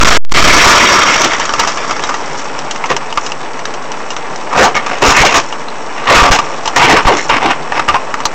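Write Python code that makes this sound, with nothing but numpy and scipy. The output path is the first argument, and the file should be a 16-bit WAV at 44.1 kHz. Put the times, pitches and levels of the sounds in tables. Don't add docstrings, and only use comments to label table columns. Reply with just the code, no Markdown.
import sys
import numpy as np
from scipy import signal
from scipy.fft import rfft, irfft
from scipy.io import wavfile
from scipy.ndimage import uniform_filter1d

SR = 44100
rng = np.random.default_rng(int(sys.argv[2]) if len(sys.argv) > 2 else 0)


def wrap_up_sound(samples):
    columns = np.atleast_2d(samples).T
    tamed = np.clip(columns, -1, 1)
    steps = np.round(tamed * 32767).astype(np.int16)
    wavfile.write(sys.argv[1], SR, steps)


N = 367794
TIME = np.arange(N) / SR
STOP_S = 1.693

# frequency in Hz, relative density in dB per Hz.
RASP = [(600, -28), (1200, -12), (1700, -1), (2300, 0), (2800, -1), (3500, -7), (5000, -20), (9000, -50)]
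# frequency in Hz, relative density in dB per Hz.
SNAP = [(30, -12), (100, -24), (300, -8), (700, -4), (1200, 5.5), (1800, -5), (2800, -4), (4000, -26.5),
        (8000, -33)]
# frequency in Hz, relative density in dB per Hz.
GLASS = [(500, -30), (2000, -14), (3300, -4), (4400, -7), (5700, 0), (7000, -6), (8200, -13), (11000, -60)]
# centre in Hz, width in Hz, lift in dB.
SHELL = [(700, 60, 4), (905, 80, 5.5), (1160, 120, 3), (2560, 160, 2), (5600, 600, 2.5)]


def slide():
    # frequency in Hz, relative density in dB per Hz.
    grind_spectrum = [(25, -7.5), (100, -13), (250, -7.5), (600, 0), (1200, 3.5), (1700, -2.5),
                      (2800, -7.5), (4000, -12.5), (5600, -6.5), (7200, -14.5), (8500, -17), (11000, -47.5)]
    grit = shifting(grains(per_s=6000, spread_db=3), patchy_db=1.5)
    catches = amp(3.9 * wander(hz=72.5))
    edges = shifting(grains(per_s=2500, spread_db=3), patchy_db=2.5)
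    surges = amp(3 * wander(hz=25))
    body = colour(grit * catches, grind_spectrum, SHELL)
    rasp = amp(-2.5) * colour(unit(edges * surges), RASP)
    return unit(cabin(body + rasp, t60=0.029, wet_db=-4)) * (impact_level() + slide_level())


def impact_level():
    impact_s, impact_db, bounce_db_per_s = 0.17, 2, 594
    return amp(impact_db - bounce_db_per_s * np.clip(TIME - impact_s, 0, 1))


def slide_level():
    land_s, bear_down_s, land_db, slide_db = 0.287, 0.19, -8, 6
    brake_s, speed_power = 0.32, 1.78
    debris_db, debris_db_per_s = -20.5, 12
    load_db = land_db * np.clip(1 - (TIME - land_s) / bear_down_s, 0, 1)
    speed = np.clip((STOP_S - TIME) / (STOP_S - brake_s), 0, 1)
    grinding = amp(slide_db + load_db) * speed ** speed_power
    debris = amp(debris_db - debris_db_per_s * np.maximum(TIME - STOP_S, 0))
    return (TIME > land_s) * np.hypot(grinding, debris)


def crunches():
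    # start in seconds, swell in seconds, hold in seconds,
    # load in dB before overload, panel ring in Hz, ring lift in dB, rasp gain in dB, splinter gain in dB.
    crunch_rows = [ (0.635, 0.0077, 0.06, 4.5, 2770, -3, -18, -8),
                   (0.94, 0.024, 0.027, -13, 1710, 7, -5, -12),
                   (1.055, 0.013, 0.082, -11, 2170, 15, -1, -2),
                   (1.234, .012, 0.012, -7.5, 2900, 4, -4, 1.5),
                   (1.31, 0.011, 0.023, -18, 2000, 21, -2, -2), (1.577, 0.018, .004, -8, 1140, 1, -9, -6),
                   (2.083, 0.0081, 0.006, -13, 1220, 12, -25, -16),
                   (2.886, 0.012, 0.0095, -11.5, 520, 7, -4.5, -3.5),
                   (4.513, 0.089, 0.044, 2.5, 690, 6.5, -18, -11),
                   (4.743, .005, 0.021, -7.5, 2212, 11, -4.5, -9),
                   (4.823, 0.039, 0.11, -17.5, 1000, -3, -10, -4),
                   (5.006, 0.017, 0.094, -2.5, 960, 1, -17, -3.5),
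                   (5.098, 0.074, 0.089, 0.5, 2180, 6, -5, -7.5), (5.282, 0.07, .018, -3, 950, -2, -6, -1),
                   (5.898, 0.08, 0.13, -24, 1000, 1, -6, -5), (6.061, .009, 0.04, -4.5, 1010, 9, -9, -33),
                   (6.098, 0.05, 0.073, 3, 1700, 0, -5, -16), (6.217, .015, 0.044, 2.5, 1150, 7, -21, -23),
                   (6.304, 0.016, 0.021, 0.5, 3200, 2, -7, -3.5),
                   (6.4, .015, 0.13, -27.5, 1150, 1, -4.5, -17),
                   (6.759, 0.0037, 0.0044, 2.5, 940, 4, -11, -8),
                   (6.787, 0.013, 0.057, 2, 936, 12, -6.5, -30), (6.869, 0.026, 0.027, 2, 2400, 2, -5, -16),
                   (6.921, 0.016, 0.046, -3, 1250, 3, -10, -36),
                   (7.048, 0.0038, 0.032, 3.5, 480, 7, -20, -33),
                   (7.101, 0.029, 0.062, -16.5, 890, -7, -2, -5),
                   (7.289, 0.01, 0.061, -4.5, 890, 6.5, -7.5, -32),
                   (7.398, 0.0085, 0.063, -12.5, 776, 8, -8, -32),
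                   (7.485, 0.01, 0.015, -11.5, 2770, 9, -4, -32),
                   (7.719, 0.015, 0.06, -12, 850, 5, -15, -30), (7.878, .005, 0.013, -7, 1290, 8, -22, -29),
                   (7.935, 0.0057, 0.0066, -5, 1065, 13, -28, -31)]
    # frequency in Hz, relative density in dB per Hz.
    crunch_spectrum = [(25, -21), (100, -15.5), (180, -5), (300, -2.5), (600, -1.5), (1200, 2), (1700, -4),
                       (2700, -8), (4000, -23), (5600, -15.5), (7200, -34), (8500, -20), (11000, -71)]
    # frequency in Hz, relative density in dB per Hz.
    boom_spectrum = [(20, 3), (60, -9.5), (110, -4), (250, -22), (1000, -71)]
    swell_db, release_db_per_s, boom_db = 23.5, 482, -22.5
    out = np.zeros(N)
    breaks = shifting(grains(per_s=1500, spread_db=3.5), patchy_db=2)
    edges = shifting(grains(per_s=900, spread_db=3.5), patchy_db=2.5)
    splinters = grains(per_s=420, spread_db=2.5)
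    boom = unit(colour(rng.standard_normal(N), boom_spectrum))
    slips = unit(amp(3.9 * wander(hz=73.5)))
    for s, swell_s, hold_s, db, ring_hz, lift_db, rasp_db, splinter_db in crunch_rows:
        span = (TIME >= s) & (TIME < s + swell_s + hold_s + 0.15)
        t = TIME[span] - s
        rise_db = -swell_db * np.maximum(1 - t / swell_s, 0)
        fall_db = -release_db_per_s * np.maximum(t - swell_s - hold_s, 0)
        load = amp(db + rise_db + fall_db)
        force = slips[span] * load
        panel = (ring_hz, 0.12 * ring_hz, lift_db)
        body = colour(breaks[span] * force, crunch_spectrum, SHELL + [panel])
        rasp = amp(rasp_db) * colour(edges[span] * force, RASP)
        glass = amp(splinter_db) * colour(splinters[span] * force ** 1.52, GLASS)
        add(out, s, body + rasp + glass + amp(boom_db) * boom[span] * load)
    return cabin(out, t60=0.14, wet_db=-8.5)


def cracks():
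    # start in seconds, strength in dB (scales every part), lowest ring in Hz,
    # treble gain in dB before a 5 dB cut, t60 in seconds of the spray.
    crack_rows = [(1.216, 9, 1920, -8, 0.031), (1.243, -3, 5800, -10.5, 0.046),
                  (1.319, -5, 1870, -23, .055), (1.398, -2.5, 2670, -10, .07), (1.453, -8, 5780, -6, .067),
                  (1.493, 3, 2800, -21, 0.022), (1.537, 2, 2640, -12.5, 0.041),
                  (1.596, 11.5, 2640, -9, 0.04), (1.674, -1.5, 1470, -8.5, 0.18),
                  (1.773, -6, 2120, -13, 0.06), (1.909, 1, 1140, -15, 0.064), (1.994, -2, 1510, -24, 0.046),
                  (2.037, -4, 3200, -11.5, 0.12), (2.092, -2, 1300, -12, 0.027),
                  (2.141, -4, 1710, -13.5, 0.12), (2.59, -10, 1630, -6.5, 0.031),
                  (2.71, -3.5, 2760, -10.5, 0.075), (2.76, -10, 2130, -13, 0.06),
                  (2.84, 1, 2010, -25, 0.062), (2.858, -16, 1950, -4.5, 0.081),
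                  (2.965, 2.5, 2545, -12, 0.036), (3.126, -8.5, 2600, -11, .044),
                  (3.174, 8, 2060, -22, 0.052), (3.263, -11.5, 2470, -5, 0.091),
                  (3.319, -5.5, 2360, -13, 0.035), (3.592, -10, 1830, -15, 0.046),
                  (3.654, 0.5, 3360, -11.5, 0.027), (3.739, -11.5, 2650, -9, .062),
                  (3.918, -10, 2600, -6.5, 0.024), (4.104, -14, 2530, -6, 0.14),
                  (4.165, -4, 3020, -13, 0.03), (4.359, -21, 1660, 3, 0.039),
                  (4.751, -0.5, 1950, -15, 0.069), (5.023, 12, 2550, -29, 0.048),
                  (5.525, -6, 2810, -17, 0.063), (5.684, -15, 3470, -20, .055),
                  (6.388, 8, 1450, -16.5, 0.061), (6.657, -5, 2610, -10, 0.075),
                  (6.676, 1.5, 3050, -10, 0.052), (7.169, -7, 2000, -8, 0.06),
                  (7.297, 8.5, 2650, -34, 0.12), (7.504, -2.5, 2430, -29, .055),
                  (7.721, -0.5, 1600, -28, 0.086), (7.795, 11, 2380, -28, 0.03),
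                  (7.886, 11.5, 1710, -34, 0.089), (7.943, 6, 1570, -36, 0.05),
                  (8.141, 5, 1800, -19, 0.019), (8.203, -4.5, 1720, -18, 0.056),
                  (8.254, 10, 6040, -4.5, 0.013)]
    base_ring_db, ring_db_per_db = -13, -0.43
    thud_hz, thud_db, thud_t60_s = 65, -26.5, 0.026
    dull, bright, rings = np.zeros((3, N))
    t = TIME[:SR // 5]
    snap = 1 + 1.6 * np.exp(-t / 0.0025)
    thud = amp(thud_db - 60 * t / thud_t60_s) * np.sin(2 * np.pi * thud_hz * t)
    for s, db, hz, treble_db, t60 in crack_rows:
        attack = 1 - np.exp(-t / 0.0003)
        fade = amp(db - 60 * t / t60) * attack
        spray = rng.standard_normal((2, len(t))) * fade * snap
        add(dull, s, amp(-11.5) * spray[0])
        add(bright, s, amp(treble_db - 5) * spray[1])
        cluster_hz = hz * rng.uniform(1.0, 1.2, size=(8, 1))
        modes = np.sin(2 * np.pi * cluster_hz * t).sum(axis=0)
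        ring_db = min(base_ring_db + ring_db_per_db * db, 0) - 11
        add(rings, s, amp(ring_db) * fade * np.exp(-t / 0.03) * modes)
        add(rings, s, amp(db) * thud)
    pieces = colour(dull, SNAP, SHELL) + colour(bright, GLASS) + rings
    return cabin(pieces, t60=0.059, wet_db=-7)


def thumps():
    # start in seconds, initial level of the main swing in dB, mean ring in Hz.
    thump_rows = [(1.245, -9, 346), (2.906, -9, 429), (4.61, 4, 442), (5.025, 0, 459), (5.235, 0.5, 669),
                  (6.108, 2.5, 533), (6.929, 0, 416.6), (7.085, 2.5, 606), (7.11, -2.5, 351),
                  (7.45, -8, 333), (7.887, -17, 69)]
    t60_s = 0.2
    out = np.zeros(N)
    rattle = 1 + 0.2 * wander(hz=140)
    for s, db, hz in thump_rows:
        turns = np.cumsum(hz * rattle[round(s * SR):][:SR // 3]) / SR
        swing = np.sin(2 * np.pi * turns) + 0.25 * np.sin(2 * np.pi * 1.4 * turns)
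        add(out, s, amp(db - 60 * TIME[:len(turns)] / t60_s) * swing)
    return out


def stray_chips():
    per_s, rms_db = 27, -44
    ticks = colour(grains(per_s=per_s, spread_db=-5), GLASS, [(3400, 2600, 9.4)])
    return amp(rms_db) * unit(cabin(ticks, t60=0.031, wet_db=12))


def trickle_level():
    # middle in seconds, half length in seconds, level in dB before the mix.
    spill_rows = [(2.39, 0.045, -26.5), (3.243, 0.05, -27), (4.106, 0.092, -37), (5.45, 0.1, -31),
                  (6.6, 0.41, -33), (7.193, 0.12, -24)]
    steady_db, fresh_db, fall_db_per_s = -37, -28, 15
    fresh = amp(fresh_db - fall_db_per_s * np.maximum(TIME - STOP_S, 0))
    spills = sum(amp(db) ** 2 * np.exp(-((TIME - s) / half_s) ** 2) for s, half_s, db in spill_rows)
    return np.sqrt(amp(steady_db) ** 2 + fresh ** 2 + spills)


def bed():
    # frequency in Hz, relative density in dB per Hz.
    wash_spectrum = [(24, -68), (40, -21.5), (113, -19), (148, -3), (185, -11.5), (236, -5), (336, -5.5),
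                     (367, -6), (419, -2), (653, -3.5), (872, -1), (1390, -9), (2260, -15), (3520, -23),
                     (8000, -32.5), (10400, -34.5), (17600, -120)]
    # centre in Hz, width in Hz, lift in dB.
    wash_modes = [(900, 90, 2), (1170, 120, 2), (5650, 650, 5)]
    # time in seconds, level in dB before their mix gains.
    wash_level = [(2.4, -21), (3.6, -22.5), (4.9, -21), (5.8, -22.5), (6.7, -19.5), (8.3, -21.5)]
    noise = colour(rng.standard_normal(N), wash_spectrum, wash_modes)
    wash = unit(noise * amp(0.97 * wander(hz=25)))
    crumb_ticks = colour(grains(per_s=900, spread_db=3.8), GLASS, SHELL)
    crumbs = unit(cabin(crumb_ticks, t60=0.025, wet_db=-3))
    chip_ticks = colour(grains(per_s=140, spread_db=-1.5), SNAP, SHELL)
    chips = unit(cabin(chip_ticks, t60=0.024, wet_db=1.5))
    steady = (amp(-1.57) * wash + amp(-9) * chips) * amp(curve(wash_level))
    return steady + amp(-3.5) * crumbs * trickle_level()


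def offset():
    # start in seconds, length in seconds, push in full-scale units before smoothing and overload.
    jolt_rows = [(0, .008, 2), (.037, .007, 3), (.098, .006, 2.5), (.173, .136, 2.8), (.329, .008, 2.2),
                 (.432, .006, 1.5), (.491, .005, 1.5), (.666, .004, 1.8), (5.083, .008, 1), (5.206, .01, 1),
                 (6.168, .01, 1.5), (6.221, .009, 1.8), (6.306, .012, 2.8), (7.057, .014, 1.8)]
    rest = -0.1
    pressure, hold_s, leak_s = 1.1, 0.48, 0.18
    linger, linger_length = 0.29, 0.35
    out = pressure * np.exp(-np.maximum(TIME - hold_s, 0) / leak_s)
    t = TIME[:SR // 2]
    for s, length_s, push in jolt_rows:
        after = linger * np.exp(-np.maximum(t - length_s, 0) / (linger_length * length_s))
        add(out, s, push * np.where(t < length_s, 1, after))
    return rest + uniform_filter1d(out, size=130)


def shifting(x, patchy_db, size=1024):
    z = signal.stft(x, nperseg=size, noverlap=size * 3 // 4)[2]
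    patches = rng.standard_normal(z.shape)
    for _ in range(2):
        patches = uniform_filter1d(patches, size=6, axis=0)
        patches = uniform_filter1d(patches, size=7, axis=1)
    z = z * amp(patchy_db * unit(patches))
    return unit(signal.istft(z, nperseg=size, noverlap=size * 3 // 4)[1][:N])


def grains(per_s, spread_db):
    size = amp(spread_db * np.minimum(rng.exponential(1, N), 4))
    return unit(size * rng.choice([-1, 1], N) * (rng.random(N) < per_s / SR))


def wander(hz):
    f = np.fft.rfftfreq(N, 1 / SR)
    return unit(irfft(rfft(rng.standard_normal(N)) / (1 + (f / hz) ** 4), N))


def cabin(x, t60, wet_db, size=4000):
    t = TIME[:size]
    taps = rng.choice([-1, 1], size) * (rng.random(size) < 2000 / SR) * amp(-60 * t / t60)
    echo = signal.oaconvolve(x, taps / np.linalg.norm(taps))[:N]
    return (x + amp(wet_db) * echo) / np.sqrt(1 + amp(2 * wet_db))


def colour(x, points, modes=(), size=4096):
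    hz = np.abs(np.fft.fftfreq(size, 1 / SR))
    f, db = np.transpose(points)
    db = np.interp(np.log(hz + 1), np.log(f), db)
    for centre, width, lift in modes:
        db = db + lift / (1 + (2 * (hz - centre) / width) ** 2)
    response = np.exp(np.conj(signal.hilbert(np.log(amp(db)))))
    taps = np.fft.ifft(response).real[:size // 2]
    return signal.oaconvolve(x, taps / np.linalg.norm(taps))[:len(x)]


def lowpass(x, hz, size):
    return signal.oaconvolve(x, signal.firwin(size, hz, window=("kaiser", 9), fs=SR), "same")


def amp(db):
    return 10 ** (np.asarray(db) / 20)


def unit(x):
    return x / np.sqrt(np.mean(x ** 2) + 1e-20)


def curve(rows, axis=1):
    rows = np.array(rows)
    return np.interp(TIME, rows[:, 0], rows[:, axis])


def add(mix, s, sound):
    part = mix[max(round(s * SR), 0):][:len(sound)]
    part += sound[:len(part)]


def scene():
    return (slide() + crunches() + cracks() + thumps() + bed() + stray_chips())[None]


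def record(dry):
    # start in seconds, depth in full-scale units before the low-pass.
    tick_rows = [(0.2499, 0.31), (.296, 0.17)]
    # frequency in Hz, rms level in dB where not overloaded.
    tone_rows = [(7758, -51), (8242, -57)]
    rail = 0.715
    recorder_hz, edge_hz = 8050, 16000
    drive = (dry[0] + offset()) / rail
    railed = rail * drive / (1 + drive ** 8) ** (1 / 8)
    for s, depth in tick_rows:
        add(railed, s, -depth * np.hanning(9))
    tones = sum(amp(db) * np.sqrt(2) * np.sin(2 * np.pi * hz * TIME) for hz, db in tone_rows)
    narrow = lowpass(railed, recorder_hz, size=91) + tones * (abs(drive) < 1)
    return lowpass(np.clip(narrow, -rail, rail), edge_hz, size=401)[None]


dry = scene()
out = record(dry)
wrap_up_sound(out)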